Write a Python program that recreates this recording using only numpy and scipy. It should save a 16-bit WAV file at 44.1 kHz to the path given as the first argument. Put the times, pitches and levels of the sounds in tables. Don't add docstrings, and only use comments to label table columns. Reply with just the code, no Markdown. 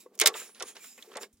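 import sys
import numpy as np
from scipy import signal
from scipy.fft import rfft, irfft
from scipy.io import wavfile
from scipy.ndimage import uniform_filter1d

SR = 44100
rng = np.random.default_rng(int(sys.argv[2]) if len(sys.argv) > 2 else 0)


def store_wav(level_fs):
    pcm = np.round(np.clip(np.atleast_2d(level_fs), -1, 1) * 32767)
    wavfile.write(sys.argv[1], SR, pcm.T.astype(np.int16))


def ratio_of_db(decibels):
    return 10 ** (np.asarray(decibels, float) / 20)


N = 61740
TIME_S, FREQ_HZ = np.arange(N) / SR, np.fft.rfftfreq(N, 1 / SR)
BLOW_N = 8192


def evened(x):
    return x / np.sqrt(np.mean(x ** 2) + 1e-20)


def lumpy(n, size):
    return evened(uniform_filter1d(rng.standard_normal(n), size=size))


def read(points, hz):
    f, value = np.transpose(points)
    return np.interp(np.log(hz + 1), np.log(f + 1), value)


def noise(gain):
    return evened(irfft(rfft(rng.standard_normal((2, N))) * gain, N))


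def hump(centre_hz, octaves):
    return np.exp(-.5 * (np.log2((FREQ_HZ + 1) / centre_hz) / octaves) ** 2)


# start t/s, fastest t/s, end t/s, level/dB, dull share/dB
STROKES = [
    (-.03, 0.009, 0.09, -52.5, -17.5),
    (0.113, 0.149, 0.19, -69.5, 2.5),
    (0.312, 0.369, 0.56, -41.5, -4.5),
    (0.546, 0.557, 0.72, -69, 11.5),
    (0.612, 0.689, 0.76, -48.5, -2.5),
    (0.745, 0.756, 0.84, -57, 5.5),
    (0.76, 0.839, 1.102, -50, -11),
    (0.93, 1.009, 1.38, -62.5, -2.5),
    (1.086, 1.168, 1.143, -63.5, 14),
    (1.187, 1.226, 1.279, -43.5, -9),
]
# f/Hz, level/dB per Hz
GLOVE_SPECTRUM = [(590, -64), (1000, -7.5), (1570, -31), (1770, -14), (5070, -9), (7190, -7), (8360, -5),
                  (16000, -5)]
# f/Hz, width/Hz, level/dB
SQUEAK = [(2500, 660, 0), (3790, 220, 1.5), (5500, 430, -4), (7170, 750, 0.5), (10100, 260, -20)]


def glove_hiss():
    drift, drift_hz, patch_db = 0.014, 9.9, 2.5
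    _, t, z = signal.stft(noise(1), SR, nperseg=256)
    bend = 1 + drift * np.sin(2 * np.pi * drift_hz * t + .5)
    hz = np.fft.rfftfreq(256, 1 / SR)[:, None] / bend
    bands = 1
    for f, width_hz, db in SQUEAK:
        bands = bands + ratio_of_db(db + 11.5) / (1 + (2 * (hz - f) / width_hz) ** 2)
    patch = uniform_filter1d(rng.standard_normal(hz.shape), size=8, axis=0)
    patch = evened(uniform_filter1d(patch, size=30, axis=1))
    colour = bands * ratio_of_db(read(GLOVE_SPECTRUM, hz) + patch_db * patch) * hz / (hz + 700)
    hiss = signal.istft(z * colour, SR, nperseg=256)[1]
    return evened(hiss[:, :N])


def gloves():
    ends_db, grain_db = -34.5, 1
    hiss = glove_hiss()
    drag = noise(hump(1900, 1.48))
    grain = ratio_of_db(grain_db * lumpy(N, 90))
    out = np.zeros((2, N))
    for start, fastest, end, db, dull_db in STROKES:
        away = np.interp(TIME_S, [start, fastest, end], [1, 0, 1])
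        out += (away < 1) * ratio_of_db(db + ends_db * away ** 1.443) * (hiss + ratio_of_db(dull_db) * drag)
    return out * grain


# f/Hz, level/dB per Hz
AIR_SPECTRUM = [(120, -33), (220, -3.5), (700, -29.5), (16000, -36)]


def air():
    level_db = -71
    return ratio_of_db(level_db) * noise(ratio_of_db(read(AIR_SPECTRUM, FREQ_HZ)))


def blows(rows, octaves, skirt_db, reach):
    ripple_db, treble_fade = 3, 1.2
    snap, snap_s = 0.32, 0.00013
    out = np.zeros((2, N + BLOW_N))
    t, f = np.arange(BLOW_N) / SR, np.fft.rfftfreq(BLOW_N, 1 / SR)
    for s, db, hz, rise_s, t60_s in rows:
        away = np.log2((f + 1) / hz) / octaves
        colour = np.exp(-.5 * away ** 2) + ratio_of_db(skirt_db) * np.exp(-away ** 2 / 12)
        colour *= ratio_of_db(ripple_db * lumpy(len(f), int(hz / 60)))
        colour /= 1 + (f / (reach * hz)) ** 4
        z = rfft(np.clip(rng.standard_normal((2, BLOW_N)), -1.5, 1.5)) * colour
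        treble = 1 / (1 + (1.3 * hz / (f + 1)) ** 4)
        fall_db = -60 * np.maximum(t - rise_s, 0) / t60_s
        burst = irfft(z * (1 - treble)) * ratio_of_db(fall_db) + irfft(z * treble) * ratio_of_db(treble_fade * fall_db)
        shape = np.minimum(t / max(rise_s, 1e-4), 1) * ratio_of_db(db) / np.std(irfft(z))
        shape *= 1 + snap * np.exp(-abs(t - rise_s) / snap_s)
        out[:, round(s * SR):][:, :BLOW_N] += burst * shape
    return out[:, :N]


def ring(x, modes, damp):
    out = np.zeros(x.shape)
    for k, (hz, width_hz, db) in enumerate(modes):
        r = np.exp(-np.pi * width_hz * damp / SR)
        poles = [1, -2 * r * np.cos(2 * np.pi * hz / SR), r * r]
        out += (-1) ** k * ratio_of_db(db) * signal.lfilter([1 - r, 0, r - 1], poles, x)
    return out


# t/s, level/dB
ROCK = [
    (0, -82),
    (.1, -69.5),
    (0.438, -68.5),
    (.53, -76),
    (0.699, -66),
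    (0.922, -79.5),
    (1.099, -63),
    (1.25, -59),
    (1.36, -105.5),
]


def creep():
    t, db = np.transpose(ROCK)
    lump_db = 3.5
    lumps = lumpy(N, 500)
    return noise(hump(400, 0.91)) * ratio_of_db(np.interp(TIME_S, t, db) + lump_db * lumps)


# t/s, level/dB, f/Hz (centre), rise/s, t60/s
THUDS = [(.0595, -59.5, 930, 0.0025, 0.028), (.213, -31.5, 1160, 0.0031, 0.17),
         (.240, -35.5, 594, 0.0023, 0.21), (.260, -32.5, 820, 0.0064, 0.2),
         (.341, -40.5, 799, 0.012, 0.065), (.415, -51, 610, 0.0072, 0.031), (.49, -53, 740, 0.0027, 0.031),
         (.604, -35.5, 1560, 0.0036, 0.077), (.610, -39, 700, 0.0033, 0.071),
         (.626, -38, 860, 0.0038, 0.069), (.68, -74, 900, 0.0051, 0.052), (.765, -49, 730, 0.0022, 0.045),
         (.978, -62, 700, 0.0034, 0.03), (1.045, -60.5, 587, 0.003, 0.088),
         (1.113, -52.5, 940, 0.0045, 0.04), (1.155, -38, 737.3, 0.0047, 0.073),
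         (1.169, -39, 1290, 0.0048, 0.034), (1.182, -40, 870, 0.0022, 0.047),
         (1.208, -48, 884, 0.0032, 0.074)]
# f/Hz, width/Hz, level/dB
CASTING_MODES = [(420, 120, 6), (504, 16, -1), (730, 19, -10), (947, 33, -6), (1156, 84, 3),
                 (1525, 22, -9.5), (1590, 37, -9.5), (2075, 80, 7)]


def casting():
    drive = blows(THUDS, octaves=1, skirt_db=-13.0, reach=3.9) + creep()
    return ratio_of_db(-3) * drive + ratio_of_db(-2) * ring(drive, CASTING_MODES, damp=0.95)


# t/s, level/dB, f/Hz, rise/s, t60/s
PINGS = [(0.0595, -43, 494, 0.0042, 0.045), (.213, -25.5, 434, 0.0087, 0.08),
         (.26, -35.5, 445, 0.0042, 0.35), (0.299, -41.5, 430, 0.0067, 0.1), (.348, -39.5, 1210, .009, .05),
         (.346, -41.5, 726, .009, 0.042), (.608, -45.5, 452, 0.0054, 0.095),
         (.0605, -52, 1104, 0.0018, 0.033), (1.157, -43, 490, 0.0041, 0.083),
         (1.169, -41, 856, 0.0046, 0.087), (0.414, -42.5, 1583, 0.0042, 0.034),
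         (0.99, -45.5, 2550, 0.00067, 0.019), (1.025, -39, 3550, 0.0014, 0.0049),
         (1.027, -39.5, 4000, 0.0014, 0.0079), (.979, -51, 488, 0.0028, 0.043),
         (1.070, -48, 433.5, 0.016, 0.08), (1.169, -41.5, 620, 0.0048, .04),
         (1.116, -52.5, 1196, 0.0034, .03), (1.209, -45.5, 400, 0.018, 0.075)]


def pings():
    out, t = np.zeros(N + BLOW_N), np.arange(BLOW_N) / SR
    for s, db, hz, rise_s, t60_s in PINGS:
        twin = np.sin(2 * np.pi * (0.83 * hz * t + rng.random()))
        tone = np.sin(2 * np.pi * hz * t) + .5 * twin
        fall_db = -60 * np.maximum(t - rise_s, 0) / t60_s
        out[round(s * SR):][:BLOW_N] += tone * np.minimum(t / rise_s, 1) * ratio_of_db(db + fall_db)
    return np.array([out[:N], out[40:N + 40]])


# t/s, level/dB, f/Hz (centre), rise/s, t60/s
TICKS = [(.150, -53, 10400, 0.0036, 0.028), (0.3404, -38.5, 2500, 0.001, 0.07),
         (0.5473, -50.5, 5000, 0.00037, 0.031), (.5990, -42, 5000, 0.00017, 0.048),
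         (.6043, -38, 4500, 0.00021, 0.02), (.6233, -31, 5000, 0.00068, 0.032),
         (.6245, -33.5, 6500, 0.00085, 0.014), (.6295, -43, 5500, 0.00069, 0.023),
         (0.7665, -40.5, 3258, 0.0012, 0.019), (.842, -51.5, 2070, 0.00059, 0.097),
         (.977, -52, 1940, 0.0012, 0.081), (.976, -54, 7600, .004, 0.038),
         (1.024, -49, 7070, 0.00091, 0.021), (1.027, -50, 2400, 0.00071, 0.013),
         (1.1173, -52, 2560, 0.0008, 0.025), (1.138, -50.5, 2240, .002, 0.036),
         (1.149, -48, 2050, 0.004, 0.092), (1.1552, -46.5, 4440, 0.0007, 0.032),
         (1.169, -35, 6260, 0.0011, 0.025), (1.173, -39, 2187, 0.00096, 0.042),
         (1.2322, -35.5, 3530, 0.00086, 0.007), (1.236, -46, 1890, 0.0012, 0.058),
         (1.327, -64.5, 10000, 0.0024, 0.14), (1.3701, -70.5, 6200, 0.00095, 0.13)]
# t/s, level/dB, f/Hz (centre), rise/s, t60/s
KNOCKS = [(.1765, -54.5, 6750, 0.0007, 0.056), (.1903, -29, 5640, 0.00027, 0.023),
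          (.1993, -13.5, 6490, 0.0004, 0.0087), (.2030, -28.5, 4630, 0.0032, 0.096),
          (.2075, -27.5, 2920, .001, 0.031), (.2137, -11, 5000, 0.00038, 0.012),
          (.2160, -18, 2520, 0.0011, 0.029), (.2210, -21.5, 2300, 0.00042, 0.019),
          (.2250, -30, 1850, 0.00027, 0.11), (.2365, -33.5, 3975, 0.00058, .022),
          (.2560, -18, 5000, 0.0061, 0.059), (.2588, -12, 5500, 0.0011, 0.02),
          (.2603, -15, 2500, 0.00042, 0.033), (.2680, -21, 4420, 0.00086, 0.048),
          (.2712, -11, 7000, 0.0016, 0.022), (.2750, -16, 7000, 0.00041, 0.028),
          (.2780, -24, 3520, 0.0025, 0.039)]
# f/Hz, width/Hz, level/dB
STEEL_MODES = [(2157, 72, 5), (2520, 120, -4.5), (3510, 90, 2), (4130, 80, -1.5), (5380, 90, -1),
               (5600, 46, -10), (6700, 124, 6), (7330, 51, -3.5), (8096, 110, 0.5), (8936, 33, 3),
               (8920, 100, 2), (11000, 230, -3)]


def steel():
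    hits = blows(KNOCKS, octaves=1, skirt_db=-8.5, reach=3.7)
    hits = hits + blows(TICKS, octaves=0.77, skirt_db=-11.5, reach=1.87)
    return hits + ratio_of_db(-3.5) * ring(hits, STEEL_MODES, damp=1.3)


# t/s, level/dB, f/Hz, length/s
BUMPS = [
    (0.277, -67.5, 55.4, .04),
    (0.64, -69, 45, 0.02),
    (1.16, -79.5, 45, 0.05),
    (.225, -72, 79.5, 0.044),
    (.6, -76, 119, 0.025),
    (1.013, -83.5, 60, .03),
    (1.23, -79, 99.5, 0.019),
    (1.342, -61, 63.6, 0.014),
    (1.39, -72.5, 88.2, 0.045),
]


def bumps():
    out = np.zeros(N)
    for s, db, hz, length_s in BUMPS:
        t = TIME_S - s
        out += ratio_of_db(db) * np.exp(-(t / length_s * 2) ** 2) * np.cos(2 * np.pi * hz * t)
    return out


# start t/s, fastest t/s, end t/s, level/dB, f/Hz (centre)
SINGS = [
    (0.335, 0.37, 0.495, -46.5, 7250),
    (0.345, 0.386, 0.97, -59, 10090),
    (.63, 0.688, 0.73, -51.5, 9420),
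    (0.634, 0.67, 0.77, -58.5, 6600),
    (0.663, 0.68, 0.76, -61, 3270),
    (.78, 0.83, 1.05, -55.5, 7250),
    (0.81, 0.87, 0.91, -58, 15000),
    (0.86, 0.912, .97, -62.5, 5000),
    (0.785, 0.808, 0.87, -59.5, 2360),
    (1.191, 1.224, 1.244, -50, 7060),
]


def sings():
    ends_db, width_share = -24.5, .035
    out = np.zeros((2, N))
    for start, fastest, end, db, hz in SINGS:
        away = np.interp(TIME_S, [start, fastest, end], [1, 0, 1])
        band = noise(1 / (1 + ((FREQ_HZ / hz - 1) / width_share) ** 2))
        out += (away < 1) * ratio_of_db(db + ends_db * away ** 2) * band
    return out


def garage(x):
    t60_s, top_hz, level_db = 0.074, 5000, -18.5
    t = np.arange(6000) / SR
    taps = rng.standard_normal(6000) * ratio_of_db(-60 * t / t60_s) * (t > .003)
    taps = signal.lfilter(*signal.butter(1, [600, top_hz], "band", fs=SR), taps)
    taps = taps[None] / np.linalg.norm(taps)
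    return ratio_of_db(level_db) * signal.fftconvolve(x, taps, axes=1)[:, :N]


# f/Hz, likeness (0-1)
SAME = [(400, .985), (1500, .92), (2800, .87), (4500, .72), (15000, .62)]
# f/Hz, phase/rad
LEAD = [(400, -.1), (2000, -.35), (6000, -1.3)]
# f/Hz, level/dB
SIDES = [(400, 0), (2000, -1.5), (4500, -3), (9000, -3)]


def ports(x):
    a, b = rfft(x)
    same, tilt = np.clip(read(SAME, FREQ_HZ), 0, 1), ratio_of_db(read(SIDES, FREQ_HZ) / 2)
    shared = same * a * np.exp(-1j * read(LEAD, FREQ_HZ))
    right = (shared + np.sqrt(1 - same ** 2) * b) / tilt
    return irfft(np.array([a * tilt, right]), N)


def scene():
    near = gloves() + casting() + pings() + steel() + sings()
    low_cut_hz = 170
    near = signal.sosfilt(signal.butter(4, low_cut_hz, "high", fs=SR, output="sos"), near)
    return ports(near + garage(near) + air()) + bumps()


def top_cut(x):
    return signal.sosfilt(signal.butter(12, 16970, fs=SR, output="sos"), x)


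def record(dry):
    limit, edge_hz = 1.2, 16000
    x = limit * np.tanh(dry / limit)
    low_pass = signal.firwin(511, edge_hz, window=("kaiser", 9), fs=SR)
    x = signal.oaconvolve(x, low_pass[None], "same")
    return top_cut(x)


dry = scene()
out = record(dry)
store_wav(out)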